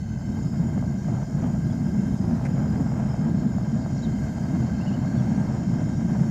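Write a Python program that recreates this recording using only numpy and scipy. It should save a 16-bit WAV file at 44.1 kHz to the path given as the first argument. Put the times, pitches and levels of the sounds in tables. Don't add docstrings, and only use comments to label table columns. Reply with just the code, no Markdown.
import sys
import numpy as np
from scipy import signal
from scipy.fft import rfft, irfft, next_fast_len
from scipy.io import wavfile
from scipy.ndimage import uniform_filter1d, map_coordinates

SR = 44100
rng = np.random.default_rng(int(sys.argv[2]) if len(sys.argv) > 2 else 0)


def makeup_ratio(level_db):
    decades = np.asarray(level_db, float) / 20
    return 10 ** decades


def wav_out(sig):
    wavfile.write(sys.argv[1], SR, np.round(np.clip(np.atleast_2d(sig).T, -1, 1) * 32767).astype(np.int16))


N = 277830


def unit(x):
    return x / np.sqrt(np.mean(x ** 2) + 1e-20)


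def along(points, hz):
    f, v = np.transpose(points)
    return makeup_ratio(np.interp(np.log(hz + 1), np.log(f + 1), v, left=-120, right=-120))


def curves(rows):
    s, *columns = np.transpose(rows)
    return [np.interp(np.arange(N) / SR, s, column) for column in columns]


def wobble(knots_per_s):
    knots = rng.standard_normal(int(N * knots_per_s / SR) + 4)
    return map_coordinates(knots, [np.arange(N) * knots_per_s / SR])


def modes(rows, hz):
    return np.sqrt(sum(makeup_ratio(db) ** 2 / (1 + (2 * (hz - centre) / width) ** 2) ** 2
                       for centre, width, db in rows))


def coloured(x, gain):
    m = 2 * next_fast_len(N // 2 + 4096)
    cepstrum = irfft(np.log(gain(np.fft.rfftfreq(m, 1 / SR)) + 1e-6), m)
    cepstrum[1:m // 2] *= 2
    cepstrum[m // 2 + 1:] = 0
    lead = 4096
    y = irfft(rfft(np.r_[x[:lead][::-1], x], m) * np.exp(rfft(cepstrum)), m)
    return unit(y[lead:lead + N])


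def patchy(patchy_db, drift_db=0):
    z = signal.stft(rng.standard_normal(N), nperseg=512)[2]

    def field(bins, frames):
        across_hz = uniform_filter1d(rng.standard_normal(z.shape), size=bins, axis=0)
        return unit(uniform_filter1d(across_hz, size=frames, axis=1))

    gain_db = patchy_db * field(bins=5, frames=8)
    if drift_db:
        gain_db = gain_db + drift_db * field(bins=4, frames=90)
    return unit(signal.istft(z * makeup_ratio(gain_db), nperseg=512)[1][:N])


def struck(events, spectrum, trim_db):
    blows = np.zeros(N)
    for s, db, *_ in events:
        blows[round(s * SR)] = makeup_ratio(db + trim_db)
    y = coloured(blows, lambda hz: along(spectrum, hz))
    return y * blows.max() / np.abs(y).max()


# start_s [s], level_db [dB]
FLAME_STRENGTH = [(0, -53), (.2, -46), (.45, -47), (.78, -43.5), (1.0, -45.5), (1.17, -41.5), (1.28, -45.5),
                  (1.44, -40), (1.6, -46.5), (2.14, -44.5), (2.3, -41), (3.05, -40), (3.35, -45.5),
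                  (3.6, -43.5), (4.2, -43.5), (5.6, -40), (5.95, -44.5), (6.2, -42.5)]


def flame_strength():
    strength_db, = curves(FLAME_STRENGTH)
    return strength_db, strength_db - strength_db.mean()


# centre_s [s], swing_db [dB], width_s [s]
CHAMBER_SURGES = [(.09, -5, 0.061), (.2, -7.5, 0.045), (.55, 3, .1), (1.05, -6.5, 0.021), (1.11, 3, 0.048),
                  (1.26, -13, 0.017), (1.95, 3.5, 0.39), (2.25, -0.5, 0.25), (2.801, 8, 0.012),
                  (3.16, -11.5, 0.015), (3.31, 4.5, 0.11), (3.46, 7, 0.037), (4.22, -1, .12),
                  (4.55, 6.5, 0.039), (4.8, -1, .1), (6.2, 2.5, 0.45)]


def chamber_surge():
    t = np.arange(0, N, 10) / SR
    surge_db = sum(db * np.exp(-((t - s) / width) ** 2) for s, db, width in CHAMBER_SURGES)
    return np.repeat(surge_db, 10)[:N]


# frequency_hz [Hz], level_db [dB per Hz]
CHAMBER_COLOUR = [(50, -33.5), (85, -13.5), (129, 1.5), (177, 0), (211, 1.5), (233, -1.5), (312, -15.5),
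                  (350, -14), (392, -28.5), (450, -24.5), (580, -58.5)]


def chamber_rumble(turbulence, swing_db, surge_db):
    stir = makeup_ratio(1.3 * turbulence + 0.75 * wobble(25)) * rng.standard_normal(N)
    rumble_db = -25 + 0.51 * swing_db + surge_db
    return makeup_ratio(rumble_db) * coloured(stir, lambda hz: along(CHAMBER_COLOUR, hz))


# frequency_hz [Hz], level_db [dB per Hz]
FLUTTER_COLOUR = [(200, -64), (330, -8.5), (500, -3), (640, 2.5), (800, -3), (970, -7), (1150, -14),
                  (1380, -13.5), (2000, -21.5), (3000, -35), (5000, -43.5)]


def flame_flutter(turbulence, strength_db, swing_db, surge_db):
    puffs_per_s = 500
    chance, size = rng.random(N), rng.random(N)
    puffs = unit((chance < puffs_per_s / SR) * makeup_ratio(12 * size))
    stir = makeup_ratio(1.7 * turbulence + 1.16 * wobble(45)) * (0.65 * puffs + 0.69 * patchy(patchy_db=1.3))
    flutter = coloured(stir - stir.mean(), lambda hz: along(FLUTTER_COLOUR, hz))
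    bite = signal.sosfilt(signal.butter(2, 920, "high", fs=SR, output="sos"), flutter)
    flutter = flutter + makeup_ratio(-11 + 0.36 * swing_db) * bite
    return makeup_ratio(strength_db + 0.3 * surge_db + 0.12) * flutter


# start_s [s], level_db [dB]
JET_HISS = [(0.0, -57.5), (0.58, -59.5), (0.88, -59), (1.82, -58), (3.61, -59), (4.0, -57), (5.74, -57),
            (6.3, -57.5)]
# start_s [s], settled [0-1]
COLLAR_TRAVEL = [(0, 0), (.2, .15), (.42, 1), (6.3, 1)]
# start_s [s], end_s [s], low_modes_db [dB], bright_mode_db [dB]
TUBE_CHOKES = [
    (1.4, 1.557, -2, 0),
    (2.193, 2.447, -5, -4.5),
]


def jet_state():
    edge_s = 0.055
    (hiss_db,), (settled,) = curves(JET_HISS), curves(COLLAR_TRAVEL)
    low_choke_db, bright_choke_db = np.zeros(N), np.zeros(N)
    for start, end, low_db, bright_db in TUBE_CHOKES:
        corners = [start - edge_s, start, end, end + edge_s]
        choked = np.interp(np.arange(N) / SR, corners, [0, 1, 1, 0])
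        low_choke_db += low_db * choked
        bright_choke_db += bright_db * choked
    return hiss_db, 1 - settled, low_choke_db, bright_choke_db


# frequency_hz [Hz], width_hz [Hz], level_db [dB]
LOW_TUBE_MODES = [(1586, 95, 4.5), (2103, 150, -4.5), (2700, 240, -16.5), (3130, 150, -10)]


def low_tube(turbulence, swing_db, hiss_db, unsettled, choke_db):
    drive = makeup_ratio(1.6 * turbulence) * patchy(patchy_db=0.8, drift_db=0.4)
    low = coloured(drive, lambda hz: modes(LOW_TUBE_MODES, hz))
    read_at = np.cumsum(1 - 0.025 * unsettled)
    low = map_coordinates(low, [read_at], mode="mirror")
    return makeup_ratio(hiss_db + 4 + 0.11 * swing_db + choke_db) * low


# frequency_hz [Hz], width_hz [Hz], level_db [dB]
HIGH_TUBE_MODES = [(3770, 110, -10), (4230, 100, -11.5), (4444, 130, -6), (4993, 115, -2.5),
                   (5294, 120, -3.5), (5700, 90, -5.5), (6500, 250, -28.5), (7380, 62, -6),
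                   (7500, 60, -20.5), (8060, 120, -11.5), (8740, 140, -20.5), (9400, 150, -30)]
# frequency_hz [Hz], level_db [dB per Hz]
JET_NOISE = [(1000, -63), (2000, -25), (3500, -20.5), (5000, -13), (6500, -8), (7600, -15.5), (9000, -28),
             (10000, -32), (11500, -60)]


def high_tube(turbulence, hiss_db, unsettled):
    drive = makeup_ratio(0.32 * turbulence) * patchy(patchy_db=1.1, drift_db=2.0)
    high = coloured(drive, lambda hz: np.hypot(modes(HIGH_TUBE_MODES, hz), along(JET_NOISE, hz)))
    return makeup_ratio(hiss_db + 1.5 - 3.5 * unsettled) * high


# frequency_hz [Hz], width_hz [Hz], level_db [dB]
BRIGHT_MODE = [(6920, 170, 0)]


def bright_tube(hiss_db, unsettled, choke_db):
    bright_db = hiss_db.mean() - 4 - 7 * unsettled + choke_db + 0.8 * wobble(3)
    return makeup_ratio(bright_db) * coloured(patchy(patchy_db=1.0), lambda hz: modes(BRIGHT_MODE, hz))


# frequency_hz [Hz], width_hz [Hz], level_db [dB]
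NOZZLE_MODES = [(10380, 130, -7), (10900, 300, -9.5), (11250, 250, -2), (12700, 170, -16),
                (13250, 170, -13), (14000, 200, -16), (14710, 170, -13), (15350, 250, -13.5)]
# frequency_hz [Hz], level_db [dB per Hz]
NOZZLE_NOISE = [(8500, -40), (10000, -20), (12000, -16), (16500, -16), (18000, -40)]


def nozzle_whistle(turbulence, swing_db, unsettled):
    whistle_db = -71 + 0.15 * swing_db - 1.3 * unsettled + 0.7 * wobble(2.5)
    drive = makeup_ratio(0.4 * turbulence) * patchy(patchy_db=0.7, drift_db=2.5)
    return makeup_ratio(whistle_db) * coloured(
        drive, lambda hz: np.hypot(modes(NOZZLE_MODES, hz), along(NOZZLE_NOISE, hz)))


# frequency_hz [Hz], width_hz [Hz], level_db [dB]
COLLAR_MODE = [(6320, 110, -10)]


def air_collar(unsettled):
    ring = coloured(rng.standard_normal(N), lambda hz: modes(COLLAR_MODE, hz))
    return makeup_ratio(-64.5) * unsettled * ring


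# frequency_hz [Hz], level_db [dB per Hz]
OUTDOOR_COLOUR = [(13, -40.5), (25, -20), (45, -10.5), (75, -2), (100, -4), (140, -4), (220, -32.5),
                  (400, -68)]


def outdoors():
    return makeup_ratio(-33.5) * coloured(rng.standard_normal(N), lambda hz: along(OUTDOOR_COLOUR, hz))


# start_s [s], level_db [dB peak]
FLAME_POPS = [(0.211, -36), (0.442, -39), (0.778, -24), (0.825, -25), (0.909, -36.5), (1.35, -31),
              (2.412, -26), (2.775, -34.5), (2.957, -34), (3.001, -25.5), (3.142, -23.5), (3.583, -22),
              (3.653, -37.5), (3.861, -21.5), (4.367, -31.5), (4.915, -37), (5.051, -25)]
# frequency_hz [Hz], level_db [dB per Hz]
PUFF_COLOUR = [(200, -46), (400, -15), (640, 4.5), (1000, -8), (1500, -14), (2500, -42), (4000, -72)]


def flame_pops():
    return -struck(FLAME_POPS, PUFF_COLOUR, trim_db=-5.5)


def note(rise, fall, crest_hz, up, down, round_s):
    t = np.arange(-round(rise * SR), round(fall * SR)) / SR
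    sag = np.where(t < 0, up, down) * (np.hypot(t, round_s) - round_s)
    arch = np.clip(np.sin(np.pi * (t + rise) / (rise + fall)), 0, None)
    swell = arch ** 0.65 * makeup_ratio(-120 * np.clip(t, 0, 1))
    return swell * np.sin(2 * np.pi * np.cumsum(crest_hz * (1 - sag)) / SR)


# crest_s [s], rise_s [s], fall_s [s], pitch_hz [Hz at crest], level_db [dB peak]
BIRD_CHIRPS = [
    (1.665, .015, .012, 4120, -68),
    (1.712, .012, .006, 3400, -66),
    (4.039, .018, .022, 3970, -51),
    (4.76, .02, .02, 2620, -64),
    (4.822, .022, .008, 2780, -55),
    (4.88, .024, .022, 2940, -54),
    (4.947, .037, .018, 3010, -56),
    (5.187, .02, .028, 3500, -64),
]
BIRD_SWEEPS = [
    (3.972, .013, .024, 5900, -56.5),
]


def birds():
    out = np.zeros(N)
    for rows, up, down, round_s in [(BIRD_CHIRPS, 5, 8, 0.006), (BIRD_SWEEPS, 46, 21, 0.003)]:
        for s, rise, fall, crest_hz, db in rows:
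            sung = note(rise, fall, crest_hz, up, down, round_s)
            out[round((s - rise) * SR):][:len(sung)] += makeup_ratio(db + 4.0) * sung
    out *= makeup_ratio(2.2 * wobble(150))
    t60 = 0.15
    yard = rng.standard_normal(SR // 5) * makeup_ratio(-60 * np.arange(SR // 5) / SR / t60)
    return out + makeup_ratio(-8) * signal.fftconvolve(out, yard / np.linalg.norm(yard))[:N]


# start_s [s], level_db [dB peak], t60_s [s]
VALVE_TICKS = [
    (2.4512, -32, 0.06),
    (2.4637, -36, 0.025),
]
# frequency_hz [Hz], level_db [dB per Hz]
VALVE_COLOUR = [(900, -25), (1500, 2.5), (2300, 2), (2900, -21), (4000, -26), (6500, -11), (9000, -24),
                (11000, -28), (12500, -61)]


def valve():
    shape = np.zeros(N)
    for s, db, t60 in VALVE_TICKS:
        age = np.clip(np.arange(N) / SR - s, 0, 1)
        shape += makeup_ratio(db - 60 * age / t60) * (1 - np.exp(-age / 0.0006))
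    rattle = coloured(shape * rng.standard_normal(N), lambda hz: along(VALVE_COLOUR, hz))
    rattle *= makeup_ratio(VALVE_TICKS[0][1] - 0.4) / np.abs(rattle).max()
    return rattle + struck(VALVE_TICKS, VALVE_COLOUR, trim_db=-7)


def scene():
    turbulence = 0.35 * wobble(9) + 0.33 * wobble(18)
    strength_db, swing_db = flame_strength()
    surge_db = chamber_surge()
    flame = chamber_rumble(turbulence, swing_db, surge_db)
    flame = flame + flame_flutter(turbulence, strength_db, swing_db, surge_db)
    hiss_db, unsettled, low_choke_db, bright_choke_db = jet_state()
    jet = low_tube(turbulence, swing_db, hiss_db, unsettled, low_choke_db)
    jet = jet + high_tube(turbulence, hiss_db, unsettled)
    jet = jet + bright_tube(hiss_db, unsettled, bright_choke_db)
    jet = jet + nozzle_whistle(turbulence, swing_db, unsettled) + air_collar(unsettled)
    return (flame + jet + outdoors() + flame_pops() + birds() + valve())[None]


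def low_pass(x):
    return signal.sosfilt(signal.butter(12, 15710, fs=SR, output="sos"), x)


def record(dry):
    return low_pass(dry)


dry = scene()
out = record(dry)
wav_out(out)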